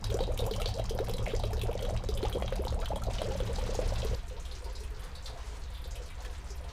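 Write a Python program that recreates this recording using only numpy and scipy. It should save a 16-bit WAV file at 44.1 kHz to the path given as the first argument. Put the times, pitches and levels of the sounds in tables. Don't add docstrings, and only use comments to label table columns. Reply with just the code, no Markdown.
import sys
import numpy as np
from scipy import signal
from scipy.fft import rfft, irfft, next_fast_len
from scipy.io import wavfile
from scipy.ndimage import uniform_filter1d, map_coordinates

SR = 44100
rng = np.random.default_rng(int(sys.argv[2]) if len(sys.argv) > 2 else 0)


def to_wav(s):
    ch = np.atleast_2d(s).T
    pcm = np.round(np.clip(ch, -1, 1) * 32767)
    wavfile.write(sys.argv[1], SR, pcm.astype(np.int16))


N = 296352
TIME = np.arange(N) / SR
FAR_IN_S, FAR_FULL_S, CLOSE_CUT_S = 3.1, 3.95, 4.156
TOP_HZ = 15600

# start in seconds, level in dB, starting pitch in Hz,
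# rise in starting pitches per second, life in seconds.
STEAM_BUBBLES = [(0.118, -32.5, 524.4, 7, 0.0202), (0.143, -24, 373.2, 29, 0.018),
                 (0.159, -35, 466.5, 4.5, 0.019), (0.19, -23, 640, 61.5, 0.0036),
                 (0.205, -34.5, 860, 10.5, 0.0095), (0.205, -23.5, 459.6, 11, 0.015),
                 (0.277, -30.5, 478, 19, 0.0073), (0.289, -28.5, 394.5, 35.5, 0.015),
                 (0.308, -28, 509, 54.5, 0.0051), (0.337, -33.5, 441, 28, 0.0087),
                 (0.393, -29.5, 408, 38.5, 0.0183), (0.423, -27, 458, 4, 0.0146),
                 (0.466, -34.5, 626, 31.5, 0.0185), (0.511, -27.5, 431, 0.5, 0.0175),
                 (0.58, -35, 542.3, 5.5, 0.0217), (0.599, -35, 1298, 5.5, 0.0091),
                 (0.615, -35.5, 447, 4.5, 0.0163), (0.659, -31, 449, 14.5, 0.0154),
                 (0.796, -21, 508, 54.5, 0.00537), (0.908, -27.5, 433.7, 2, 0.0176),
                 (0.949, -30.5, 449, 18, 0.0151), (0.989, -19.5, 642, 14.5, 0.00285),
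                 (1.001, -25.5, 368.5, 20.5, 0.0209), (1.026, -42, 452, 8, 0.02),
                 (1.085, -32, 540, 1, 0.0093), (1.096, -31, 415.7, 9.5, 0.0172),
                 (1.142, -33.5, 450.6, 13, 0.0178), (1.193, -31.5, 398, 48.5, 0.0079),
                 (1.266, -32, 603, 58.5, 0.0069), (1.274, -25.5, 586.5, 2, 0.0064),
                 (1.279, -37, 432, 12, 0.019), (1.335, -24, 383.4, 27, 0.01475),
                 (1.437, -24.5, 552, 16, 0.0064), (1.445, -35, 410.4, 3, 0.029),
                 (1.53, -33.5, 413, 2, 0.0266), (1.576, -30.5, 454, 2.5, 0.0076),
                 (1.635, -29.5, 389.4, 1.5, 0.0099), (1.654, -33.5, 561.3, 26.5, 0.0119),
                 (1.682, -35.5, 549.7, 0, 0.0247), (1.69, -26, 394.4, 20.5, 0.0154),
                 (1.712, -35, 564, 41, 0.0115), (1.753, -24, 431, 58.5, 0.0058),
                 (1.823, -38, 498, 5, 0.031), (1.882, -30, 543.6, 14, 0.0161),
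                 (1.907, -19, 537, 54.5, 0.00222), (1.924, -32.5, 430, 30, 0.0217),
                 (2.038, -32.5, 470, 17.5, 0.0071), (2.089, -26, 416.6, 3.5, 0.019),
                 (2.23, -24.5, 340.2, 25, 0.0192), (2.25, -27.5, 764, 14.5, 0.0096),
                 (2.262, -37.5, 1083, 17, 0.011), (2.35, -27.5, 326, 20.5, 0.0069),
                 (2.356, -23, 504, 6.5, 0.0097), (2.37, -20.5, 467, 4.5, 0.00427),
                 (2.377, -39, 845, 32, 0.0123), (2.423, -18.5, 583, 1.5, 0.00239),
                 (2.445, -28, 480, 55, 0.0051), (2.523, -24, 521, 2, 0.009),
                 (2.593, -29, 340.2, 27, 0.0212), (2.651, -29.5, 479, 6.5, 0.0086),
                 (2.67, -25, 815, 34.5, 0.00374), (2.724, -26.5, 513, -1.5, 0.0046),
                 (2.745, -37, 407, 26, 0.0446), (2.78, -38.5, 491, 1, 0.0194),
                 (2.823, -36.5, 638.5, 3.5, 0.023), (2.827, -39, 1214, 15, 0.0164),
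                 (2.857, -41, 1273, 1.5, 0.007), (2.904, -29, 536, 29.5, 0.0145),
                 (2.918, -30, 729, 21, 0.0092), (2.933, -22, 521, 19, 0.00325),
                 (2.959, -28.5, 857, 7, 0.0048), (2.96, -30.5, 497, 20, 0.0091),
                 (3.02, -37, 1264, 5, 0.0102), (3.07, -29.5, 552, 31.5, 0.0096),
                 (3.084, -27, 420, 46.5, 0.0058), (3.107, -35.5, 574, 64, 0.0092),
                 (3.217, -35.5, 883, 0, 0.0045), (3.217, -19.5, 634, -4, 0.00474),
                 (3.223, -38, 359, 17.5, 0.015), (3.274, -33, 380, 57, 0.007), (3.283, -30, 430, 4, 0.0146),
                 (3.311, -39, 815.4, -2, 0.0218), (3.352, -28, 556.5, 0, 0.0097),
                 (3.402, -26, 523, -3.5, 0.0119), (3.421, -36, 344, 19.5, 0.0198),
                 (3.489, -33.5, 454, 14.5, 0.0166), (3.583, -34, 430, 14.5, 0.016),
                 (3.584, -33, 838, 4.5, 0.011), (3.626, -33.5, 494.3, 2, 0.021),
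                 (3.664, -33.5, 448, 12, 0.0062), (3.69, -28.5, 416.7, 14.5, 0.0128),
                 (3.726, -29, 454, 54, 0.0044), (3.748, -27, 716, 54.5, 0.0035),
                 (3.752, -35.5, 423.5, 9, 0.0163), (3.788, -38.5, 835, -4.5, 0.0082),
                 (3.79, -18.5, 479.4, 2.5, 0.00635), (3.8, -39.5, 548, 21, 0.013),
                 (3.817, -29, 592, 8, 0.0092), (3.824, -39.5, 382.2, 9, 0.053),
                 (3.864, -33.5, 434, 10, 0.012), (3.922, -26, 561, -0.5, 0.0064),
                 (4.029, -29.5, 469, 29.5, 0.0063), (4.048, -28.5, 420.3, 4, 0.0178),
                 (4.112, -33, 498, -13, 0.008), (4.132, -29, 448, 15.5, 0.0106),
                 (4.309, -40, 486.2, 2.5, 0.0212), (4.66, -40.5, 404.6, -0.5, 0.0134),
                 (4.806, -41.5, 408, 4.5, 0.0275), (5.359, -40, 674, 3.5, 0.0187),
                 (5.856, -39.5, 475.5, 6.5, 0.0113), (5.93, -46.5, 475, 9.5, 0.0284),
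                 (6.015, -39.5, 431.6, 8.5, 0.0144), (6.197, -43.5, 737, -0.5, 0.018),
                 (6.603, -41.5, 523, 15.5, 0.011)]
# start in seconds, peak in dB, starting pitch in Hz, end pitch in Hz, length in seconds.
SLOW_BUBBLES = [(0.088, -36.5, 376.7, 477, 0.0444), (0.192, -36, 343.7, 574, 0.05),
                (0.419, -41, 382, 476, 0.06), (0.459, -32, 441.6, 561, 0.036),
                (0.53, -39, 393, 667, 0.0323), (0.588, -38, 426, 962, 0.0435),
                (0.737, -37, 408.7, 744, 0.0655), (0.916, -41, 347.5, 786, 0.0328),
                (0.987, -42, 466, 577, 0.054), (1.212, -38.5, 350, 594, 0.035),
                (1.282, -40.5, 393.3, 668, 0.051), (1.493, -38, 496, 1033, 0.0337),
                (1.81, -35.5, 412, 527.2, 0.0676), (1.808, -42.5, 504.7, 647, 0.042),
                (1.923, -40.5, 444.7, 794, 0.0378), (2.08, -67, 329, 567, 0.057),
                (2.162, -41, 340.1, 673, 0.087), (2.303, -43, 349.3, 715, 0.0747),
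                (2.534, -43.5, 523.8, 893.6, 0.073), (2.59, -40, 543.2, 699, 0.061),
                (2.786, -42, 348.3, 702.6, 0.069), (3.18, -38.5, 386.7, 788, 0.0454),
                (3.232, -33.5, 360.3, 729, 0.0505), (3.279, -38.5, 472.8, 581.7, 0.073),
                (3.282, -39.5, 332.4, 418, 0.045), (3.471, -36.5, 401.5, 564.5, 0.0703)]
STEAM_SQUEAKS = [(.66, -44, 3800, 4900, .062), (1.262, -44.5, 2200, 3900, .072)]
# start in seconds, snap in dB, snap centre in Hz,
# splash in dB, spray in dB.
CLOSE_BURSTS = [(0.041, -39, 4460, -49, -46.5), (0.1007, -45.5, 3430, -54.5, -57),
                (0.1245, -52.5, 6000, -60.5, -61.5), (0.141, -43, 6040, -61.5, -55.5),
                (0.1893, -48, 3250, -58, -73.5), (0.2049, -44, 3830, -60.5, -59.5),
                (0.2365, -43.5, 3680, -53, -71), (0.375, -45.5, 2700, -64.5, -45),
                (0.3905, -39, 3570, -67.5, -53.5), (0.404, -50, 3800, -58.5, -49),
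                (0.4638, -52.5, 5970, -52.5, -46), (0.5102, -42.5, 4080, -52.5, -55),
                (0.5362, -42, 2920, -65, -53), (0.562, -48.5, 5000, -65.5, -51),
                (0.6, -48.5, 3260, -56, -54), (0.6165, -40.5, 3030, -50.5, -46.5),
                (0.6573, -34.5, 3970, -49, -64), (0.7397, -44.5, 4830, -71.5, -72),
                (0.7946, -48, 3260, -54.5, -59.5), (0.855, -47.5, 5500, -59.5, -67),
                (0.894, -44.5, 3500, -70, -50.5), (0.9876, -48, 3850, -45.5, -56),
                (1.046, -70, 3900, -64, -53), (1.083, -56.5, 3380, -50, -53),
                (1.094, -46, 3450, -64.5, -49), (1.1365, -43, 3920, -61, -49.5),
                (1.1816, -47, 3110, -52.5, -64), (1.263, -41.5, 2310, -65.5, -60),
                (1.3179, -50.5, 3420, -70.5, -71), (1.3628, -44, 5420, -61.5, -67),
                (1.398, -47.5, 4440, -63.5, -61.5), (1.4355, -43, 3100, -50.5, -56),
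                (1.5314, -47.5, 5490, -48, -52), (1.5932, -48, 3620, -58, -57),
                (1.6143, -40, 3205, -63.5, -50), (1.634, -63.5, 4500, -68.5, -49),
                (1.729, -51, 2760, -65.5, -57.5), (1.7908, -47.5, 3320, -51, -66),
                (1.8238, -47.5, 3410, -62, -52.5), (1.85, -46.5, 3320, -49.5, -57),
                (1.9639, -48, 2620, -51.5, -54.5), (2.0878, -44, 4150, -55, -55),
                (2.174, -43.5, 3250, -64, -50), (2.228, -44.5, 3830, -49.5, -58.5),
                (2.251, -43.5, 3300, -52, -78), (2.2957, -54, 3930, -51, -51),
                (2.3258, -43.5, 3270, -64.5, -58), (2.3989, -63, 3360, -59, -57),
                (2.4219, -46.5, 2810, -46, -58.5), (2.4785, -43, 3110, -51.5, -61.5),
                (2.523, -52, 2980, -47, -70.5), (2.5561, -53, 4310, -54, -53),
                (2.6489, -50, 3200, -56.5, -53), (2.6801, -42, 4080, -69.5, -73.5),
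                (2.7237, -59.5, 3080, -54.5, -61), (2.857, -41.5, 3460, -49, -52),
                (2.958, -47.5, 3530, -53.5, -49.5), (3.0355, -49.5, 3950, -67, -54),
                (3.1058, -51.5, 3270, -67, -69.5), (3.1837, -41, 2990, -51, -77.5),
                (3.2168, -44.5, 3380, -49.5, -48.5), (3.4017, -46.5, 3270, -50.5, -56),
                (3.5573, -44.5, 4300, -63, -65.5), (3.7509, -43.5, 6120, -64.5, -66.5),
                (3.9569, -45.5, 3540, -59.5, -60.5), (4.019, -44, 3500, -65, -68),
                (4.047, -58, 4500, -68, -51), (4.146, -46, 4800, -62, -67)]
# start in seconds, snap in dB, snap centre in Hz, spray in dB.
FAR_BURSTS = [(4.2804, -55, 6200, -59.5), (4.3964, -52, 6970, -69.5), (4.4511, -51, 3190, -57.5),
              (4.5115, -47.5, 3950, -71), (4.5496, -50.5, 5400, -67), (4.642, -51.5, 4520, -56.5),
              (4.751, -48.5, 4630, -64.5), (4.8, -55.5, 4980, -58), (4.8342, -54, 2790, -54.5),
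              (4.992, -57, 3400, -59), (5.0374, -60, 4870, -55), (5.0894, -66.5, 2310, -67.5),
              (5.1502, -47.5, 4140, -62), (5.243, -55.5, 7280, -64.5), (5.2566, -41.5, 4170, -56),
              (5.744, -51, 3620, -63.5), (5.7689, -52, 3390, -69), (5.8395, -49.5, 3810, -60),
              (5.9076, -49.5, 6200, -71.5), (5.9542, -49.5, 2860, -52.5), (6.0571, -58, 4380, -60.5),
              (6.101, -54, 2320, -59.5), (6.502, -48.5, 5600, -63)]
# frequency in Hz, relative level in dB.
SIMMER_SPECTRUM = [(110, -30), (160, 0), (220, -14), (290, -2), (480, 5), (800, 1), (1300, -7),
                   (1800, -11.5), (3300, -14), (6000, -20.5), (10000, -28), (15500, -34)]
SPRAY_SPECTRUM = [(600, -29), (1500, -5), (3500, 0.5), (6000, 6.5), (10000, -3.5), (15000, -9)]
FAR_SPRAY_SPECTRUM = [(600, -45.5), (1500, -12), (4000, 1.5), (7000, -1), (10000, -4.5), (15000, -18)]
# frequency in Hz, relative level in dB, seconds to fall 60 dB.
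POT_MODES = [(2290, -8, .11), (2385, -6, .13), (2630, -7, .1), (2735, -5, .11), (3080, -5, .12),
             (3300, 0, .06), (3910, -2, .08), (4010, -3, .11), (4350, -4, .08), (5000, -8, .1),
             (5180, -7, .1), (5810, -8, .04)]
KNOCK_MODES = [(864, -8, 0.037), (1310, -5, 0.038), (1725, 4, 0.073), (2002, -4, 0.06), (2700, -9, 0.039),
               (3250, 3, 0.057), (5160, -11.5, .04)]
# centre in Hz, width in Hz, gain in dB.
HOLLOW_MODES = [(420, 41, -7.5), (508, 29.2, 1.5), (573.5, 22, 0), (696.1, 55, 3), (915, 43, 1.5),
                (963, 45, -3.5)]
# peak time in seconds, scrape in dB, swish in dB, rise and fade in seconds.
SPOON_STROKES = [(4.18, -55, -55, .03, .03), (4.52, -60, -58, .06, .15), (5.06, -52.5, -63, .08, .09),
                 (5.278, -49.5, -52, .005, .02), (5.39, -51.5, -56, .02, .04), (5.47, -57, -52.5, .06, .08),
                 (5.565, -58, -52.5, .05, .025), (6.225, -56, -55, .03, .02),
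                 (6.253, -50.5, -50.5, .006, .018), (6.335, -58, -52.5, .035, .045),
                 (6.47, -58, -57, .04, .05), (6.7, -58, -56, .03, .04)]
# peak time in seconds, level in dB, rise and fade in seconds.
SPOON_SLOSHES = [(4.38, -47.5, 0.0197, 0.02), (4.68, -48, 0.049, 0.053), (5.07, -64, 0.05, 0.058),
                 (5.31, -48.5, 0.0355, 0.07), (5.55, -54.5, 0.04, 0.081), (5.98, -52.5, 0.059, 0.067),
                 (6.2, -49.5, 0.019, 0.055), (6.3, -50, 0.02, 0.029), (6.46, -52, 0.0216, 0.055),
                 (6.65, -49.5, 0.0305, 0.048)]
# start in seconds, level in dB.
SPOON_KNOCKS = [(5.2754, -42), (6.248, -38.5), (6.258, -41)]
# frequency in Hz, relative level in dB.
STIR_SPECTRUM = [(200, -29.5), (450, -10), (950, 1.5), (1400, -3), (2000, -6.5), (4000, -20.5),
                 (8000, -43.5)]
SWISH_SPECTRUM = [(1000, -29), (2500, -0.5), (4200, 0), (6500, -0.5), (10000, -9), (15000, -26.5)]
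# centre in Hz, width in Hz, gain in dB.
BURNER_MODES = [(23, 12, -1), (35, 16, 2), (49, 11, -1), (65, 9, -1), (78, 9, -11), (101.5, 13, -4),
                (113, 16, -5), (179, 13, -14), (234, 22, -21), (263, 18, -25)]
# frequency in Hz, relative level in dB.
RUMBLE_SPECTRUM = [(11, -9), (24, 4), (35, -4), (46, -2), (52, 6), (58, -3), (63, -2), (69, 5), (75, -6),
                   (90, -14), (118, -13), (130, -22), (150, -20), (190, -24), (210, -42), (260, -38),
                   (570, -120)]
HISS_SPECTRUM = [(120, -6.5), (250, 8.5), (340, 7), (500, -8.5), (650, 3), (950, 7.5), (1500, 5), (2400, 1),
                 (4000, -7.5), (6500, -13), (10000, -18.5), (15500, -20)]
# time in seconds, level in dB.
RUMBLE_LEVELS = [(4.2, -37.5), (4.6, -40), (4.9, -37.5), (5.2, -41), (5.9, -38.5), (6.15, -41.5),
                 (6.3, -39.5), (6.72, -40.5)]
# frequency in Hz, seconds to fall 60 dB.
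SHELTER_DECAY = [(150, 0.684), (600, 0.1015), (3000, 0.263), (12000, 0.08)]


def glug(hz, life, rise, attack=0.000688):
    t = np.arange(SR // 12) / SR
    tremble = .002 * np.cumsum(noise(len(t))) / np.sqrt(SR)
    envelope = (1 - np.exp(-t / attack)) * np.exp(-(t / life) ** 1.5)
    return envelope * np.sin(2 * np.pi * hz * (t + rise * t * t / 2 + tremble))


def glide(start_hz, end_hz, length, rough):
    progress = np.linspace(0, 1, round(length * SR))
    hz = start_hz * (end_hz / start_hz) ** progress * (1 + rough * noise(len(progress)))
    return np.sin(np.pi * progress) * np.sin(2 * np.pi * np.cumsum(hz) / SR)


def big_glugs():
    out = np.zeros(N)
    for s, db, hz, rise, life in STEAM_BUBBLES:
        add(out, s, amp(db) * glug(hz, life, rise))
    for s, db, start_hz, end_hz, length in SLOW_BUBBLES:
        add(out, s, amp(db) * glide(start_hz, end_hz, length, rough=0.588))
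    return out


def small_glugs(count, centre_hz, spread, life, scatter_db):
    out = np.zeros(N)
    for k, (when, strength, pitch, climb) in enumerate(rng.random((count, 4))):
        hz = centre_hz * np.exp(spread * np.log(pitch / (1 - pitch)).clip(-2, 4))
        size = centre_hz / hz
        bubble = amp(scatter_db * strength) * size * glug(hz, life * size, rise=30 * climb)
        add(out, (k + 2 * when) / count * N / SR, bubble)
    return unit(out)


def pop(hz, life, width, attack=0.0006):
    t = np.arange(SR // 16) / SR
    foam_trail = amp(-22) * np.exp(-t / .016)
    burst = noise(len(t)) * (np.exp(-t / life) + foam_trail) * (1 - np.exp(-t / attack))
    ring = filtered(burst, lambda f: resonance(f, hz, width * hz) ** 2)
    return ring / np.linalg.norm(ring) * np.sqrt(SR / 100)


def lesser_pops(count, level_db, scatter_db, centre_hz, octaves):
    when, size, pitch = rng.random((count, 3)).T
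    starts = (np.arange(count) + when) / count * N / SR
    levels = level_db + scatter_db * (2 * size - 1)
    return list(zip(starts, levels, centre_hz * 2 ** (octaves * (pitch - .5))))


def fizz(count, life, scatter_db, spread, colour):
    when, size, pitch = rng.random((count, 3)).T
    t = np.arange(SR // 30) / SR
    bands = np.geomspace(1000, 14000, num=13)
    half_band = np.log(bands[1] / bands[0]) / 2
    burst_hz = bands[0] * (bands[-1] / bands[0]) ** (0.054 + .85 * pitch)
    out = np.zeros(N)
    for hz in bands:
        share = np.exp(-(np.log2(hz / burst_hz) / spread) ** 2)
        kicks = np.bincount((when * N).astype(int), share * amp(scatter_db * size ** 3), N)
        band_life = life * (4000 / hz) ** .3
        envelope = np.exp(-t / band_life) * (1 - np.exp(-t / .0005))
        band = unit(filtered(noise(), lambda f: np.abs(np.log((f + 1) / hz)) < half_band))
        out += band * signal.oaconvolve(kicks, envelope)[:N]
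    return coloured(out, colour)


def surface():
    out = np.zeros(N)
    weak = lesser_pops(count=50, level_db=-55.5, scatter_db=3, centre_hz=3200, octaves=1.7)
    bursts = list(CLOSE_BURSTS) + [(s, db, hz, db - 21.5, db - 6.5) for s, db, hz in weak]
    for s, db, hz, splash_db, spray_db in bursts:
        add(out, s, amp(db) * pop(hz, life=.003, width=0.42))
        add(out, s, amp(splash_db) * pop(1150, life=0.002, width=0.9))
        for k, (delay, pitch) in enumerate(rng.random((3, 2))):
            droplet = pop(6500 + 7000 * pitch, life=.0015, width=.5)
            add(out, s + .002 * k * delay, amp(spray_db) / np.sqrt(3) * droplet)
    for s, db, start_hz, end_hz, length in STEAM_SQUEAKS:
        add(out, s, amp(db) * glide(start_hz, end_hz, length, rough=.7))
    for s, db, hz in lesser_pops(count=105, level_db=-55, scatter_db=4, centre_hz=5700, octaves=1.1):
        add(out, s, amp(db) * pop(hz, life=.002, width=.7))
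    for s, db, hz in lesser_pops(count=80, level_db=-57, scatter_db=4, centre_hz=7800, octaves=1):
        add(out, s, amp(db) * pop(hz, life=0.002, width=0.4))
    fizz_gain = amp(-59) * unit(amp(2.5 * wobble(16)))
    out += fizz_gain * fizz(count=700, life=0.0024, scatter_db=22, spread=0.8, colour=SPRAY_SPECTRUM)
    for s, db, hz in lesser_pops(count=180, level_db=-62.5, scatter_db=6, centre_hz=3000, octaves=1.7):
        add(out, s, amp(db) * pop(hz, life=.004, width=.15))
    return out + amp(-15) * pot_ring(out)


def close_soup():
    simmer = amp(-53 + 2.2 * wobble(14)) * coloured(noise(), SIMMER_SPECTRUM)
    glugs = small_glugs(count=420, centre_hz=730, spread=0.17, life=0.009, scatter_db=10)
    squirts = small_glugs(count=150, centre_hz=1090, spread=0.1777, life=0.00181, scatter_db=-1)
    boil = amp(-52) * glugs + amp(-56) * squirts + surface()
    return simmer + boil + amp(-7.5) * shelter(boil)


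def far_soup():
    fizz_gain = amp(-62) * unit(amp(2.5 * wobble(22)))
    boil = fizz_gain * fizz(count=1500, life=.003, scatter_db=10, spread=.6, colour=FAR_SPRAY_SPECTRUM)
    for s, db, hz in lesser_pops(count=170, level_db=-63, scatter_db=3, centre_hz=5400, octaves=2.4):
        add(boil, s, amp(db) * pop(hz, life=.005, width=.35, attack=.002))
    glugs = small_glugs(count=520, centre_hz=620.4, spread=0.2414, life=0.00397, scatter_db=4.5)
    boil += amp(-59.5) * pot_hollow(glugs)
    for s, db, hz, spray_db in FAR_BURSTS:
        add(boil, s, amp(db) * pop(hz, life=.009, width=.38, attack=.002))
        add(boil, s, amp(spray_db) * pop(9000, life=.009, width=.6, attack=.002))
    return amp(-1) * boil + amp(-3) * shelter(boil)


def sizzle():
    crackle = fizz(count=2400, life=0.0087, scatter_db=6.5, spread=0.626, colour=FAR_SPRAY_SPECTRUM)
    return amp(-52) * crackle + amp(-53) * coloured(noise(), HISS_SPECTRUM)


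def pot_ring(x):
    t = np.arange(SR // 5) / SR
    ring = sum(amp(db - 60 * t / t60) * np.sin(2 * np.pi * hz * t) for hz, db, t60 in POT_MODES)
    return signal.fftconvolve(x, ring / np.linalg.norm(ring))[:N]


def pot_hollow(x):
    body = lambda f: sum(amp(db) * resonance(f, hz, width) for hz, width, db in HOLLOW_MODES)
    return unit(filtered(x, lambda f: body(f) + amp(-16)))


def spoon_stir(grain_db=2.2, grain_rate=220):
    rub = coloured(noise(), STIR_SPECTRUM) * amp(grain_db * wobble(grain_rate))
    foam = coloured(noise(), SWISH_SPECTRUM) * amp(grain_db * wobble(grain_rate))
    scrape = rub * swells([(s, db, rise, fade) for s, db, _, rise, fade in SPOON_STROKES])
    swish = foam * swells([(s, db, rise, fade) for s, _, db, rise, fade in SPOON_STROKES])
    churn = small_glugs(count=1800, centre_hz=720, spread=0.25, life=0.006, scatter_db=9)
    churn += amp(-4) * coloured(noise(), STIR_SPECTRUM)
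    slosh = amp(-1) * swells(SPOON_SLOSHES) * pot_hollow(churn)
    return scrape + swish + slosh


def spoon_knocks(attack=.0015):
    out = np.zeros(N)
    t = np.arange(SR // 8) / SR
    for s, db in SPOON_KNOCKS:
        ring = sum(amp(level + rng.normal(0, 2.2) - 60 * t / t60) * np.sin(2 * np.pi * hz * t)
                   for hz, level, t60 in KNOCK_MODES)
        add(out, s, amp(db - 11.5) * ring * (1 - np.exp(-t / attack)))
        add(out, s, amp(db - 12) * pop(2500, life=.005, width=1.76, attack=attack))
    return out


def close_flame():
    body = lambda f: sum((-1) ** k * amp(db) * resonance(f, hz, width)
                         for k, (hz, width, db) in enumerate(BURNER_MODES))
    roar = filtered(noise(), lambda f: body(f) / np.sqrt(1 + (f / 260) ** 4))
    return amp(-33) * unit(roar / running_rms(roar, 6000) ** 0.2)


def far_flame():
    roar = coloured(noise(), RUMBLE_SPECTRUM)
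    level_db = np.interp(TIME, *np.transpose(RUMBLE_LEVELS))
    rumble = amp(level_db) * unit(roar / np.sqrt(running_rms(roar, 4000)))
    hiss = amp(-55.8 + 1.2 * wobble(9)) * coloured(noise(), HISS_SPECTRUM)
    return rumble + hiss


def shelter(x):
    out = np.zeros(N)
    for k in range(4):
        hz, t, spectra = signal.stft(noise(SR // 2), SR, nperseg=256)
        decay = amp(-60 * t / along(SHELTER_DECAY, hz)[:, None])
        tail = signal.istft(spectra * decay, SR, nperseg=256)[1]
        tail = np.pad(tail / np.linalg.norm(tail), (180, 0))
        turn = np.floor(TIME * 7) % 4 == k
        share = uniform_filter1d(turn.astype(float), size=400)
        out += signal.fftconvolve(x * share, tail)[:N]
    return out


def swells(rows):
    return np.sqrt(sum(amp(db) ** 2 * np.exp(-2 * np.maximum((s - TIME) / rise, (TIME - s) / fade))
                       for s, db, rise, fade in rows))


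def amp(db):
    return 10 ** (np.asarray(db) / 20)


def unit(x):
    return x / np.sqrt(np.mean(x ** 2) + 1e-20)


def running_rms(x, samples):
    return np.sqrt(np.abs(uniform_filter1d(x ** 2, size=samples)))


def along(points, hz):
    point_hz, values = np.transpose(points)
    return np.interp(np.log(hz + 1), np.log(point_hz + 1), values)


def filtered(x, response):
    size = next_fast_len(len(x) + 8192)
    return irfft(rfft(x, size) * response(np.fft.rfftfreq(size, 1 / SR)), size)[:len(x)]


def coloured(x, spectrum):
    return unit(filtered(x, lambda hz: amp(along(spectrum, hz))))


def resonance(hz, centre, width):
    return 1j * hz * width / (centre ** 2 - hz ** 2 + 1j * hz * width)


def noise(count=N):
    return rng.standard_normal(count)


def wobble(rate):
    return map_coordinates(noise(int(N * rate / SR) + 4), [TIME * rate / SR])


def add(track, s, sound):
    part = track[max(0, round(s * SR)):][:len(sound)]
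    part += sound[:len(part)]


def scene():
    close = np.clip((CLOSE_CUT_S - TIME) / .004, 0, 1)
    far = np.interp(TIME, [FAR_IN_S, FAR_FULL_S], [0, 1])
    overlap_sizzle = far ** 0.037 * close * sizzle()
    glugs = big_glugs()
    echo = shelter(glugs * (amp(-12.5) * close + amp(-11.5) * (1 - close)))
    direct = glugs * (close + amp(-2.5) * (1 - close))
    close_mic = close_flame() + close_soup()
    far_mic = far_flame() + far_soup() + spoon_stir() + spoon_knocks()
    return (close * close_mic + far * far_mic + overlap_sizzle + direct + echo)[None]


def record(dry):
    return np.array([filtered(channel, lambda hz: hz < TOP_HZ) for channel in dry])


dry = scene()
out = record(dry)
to_wav(out)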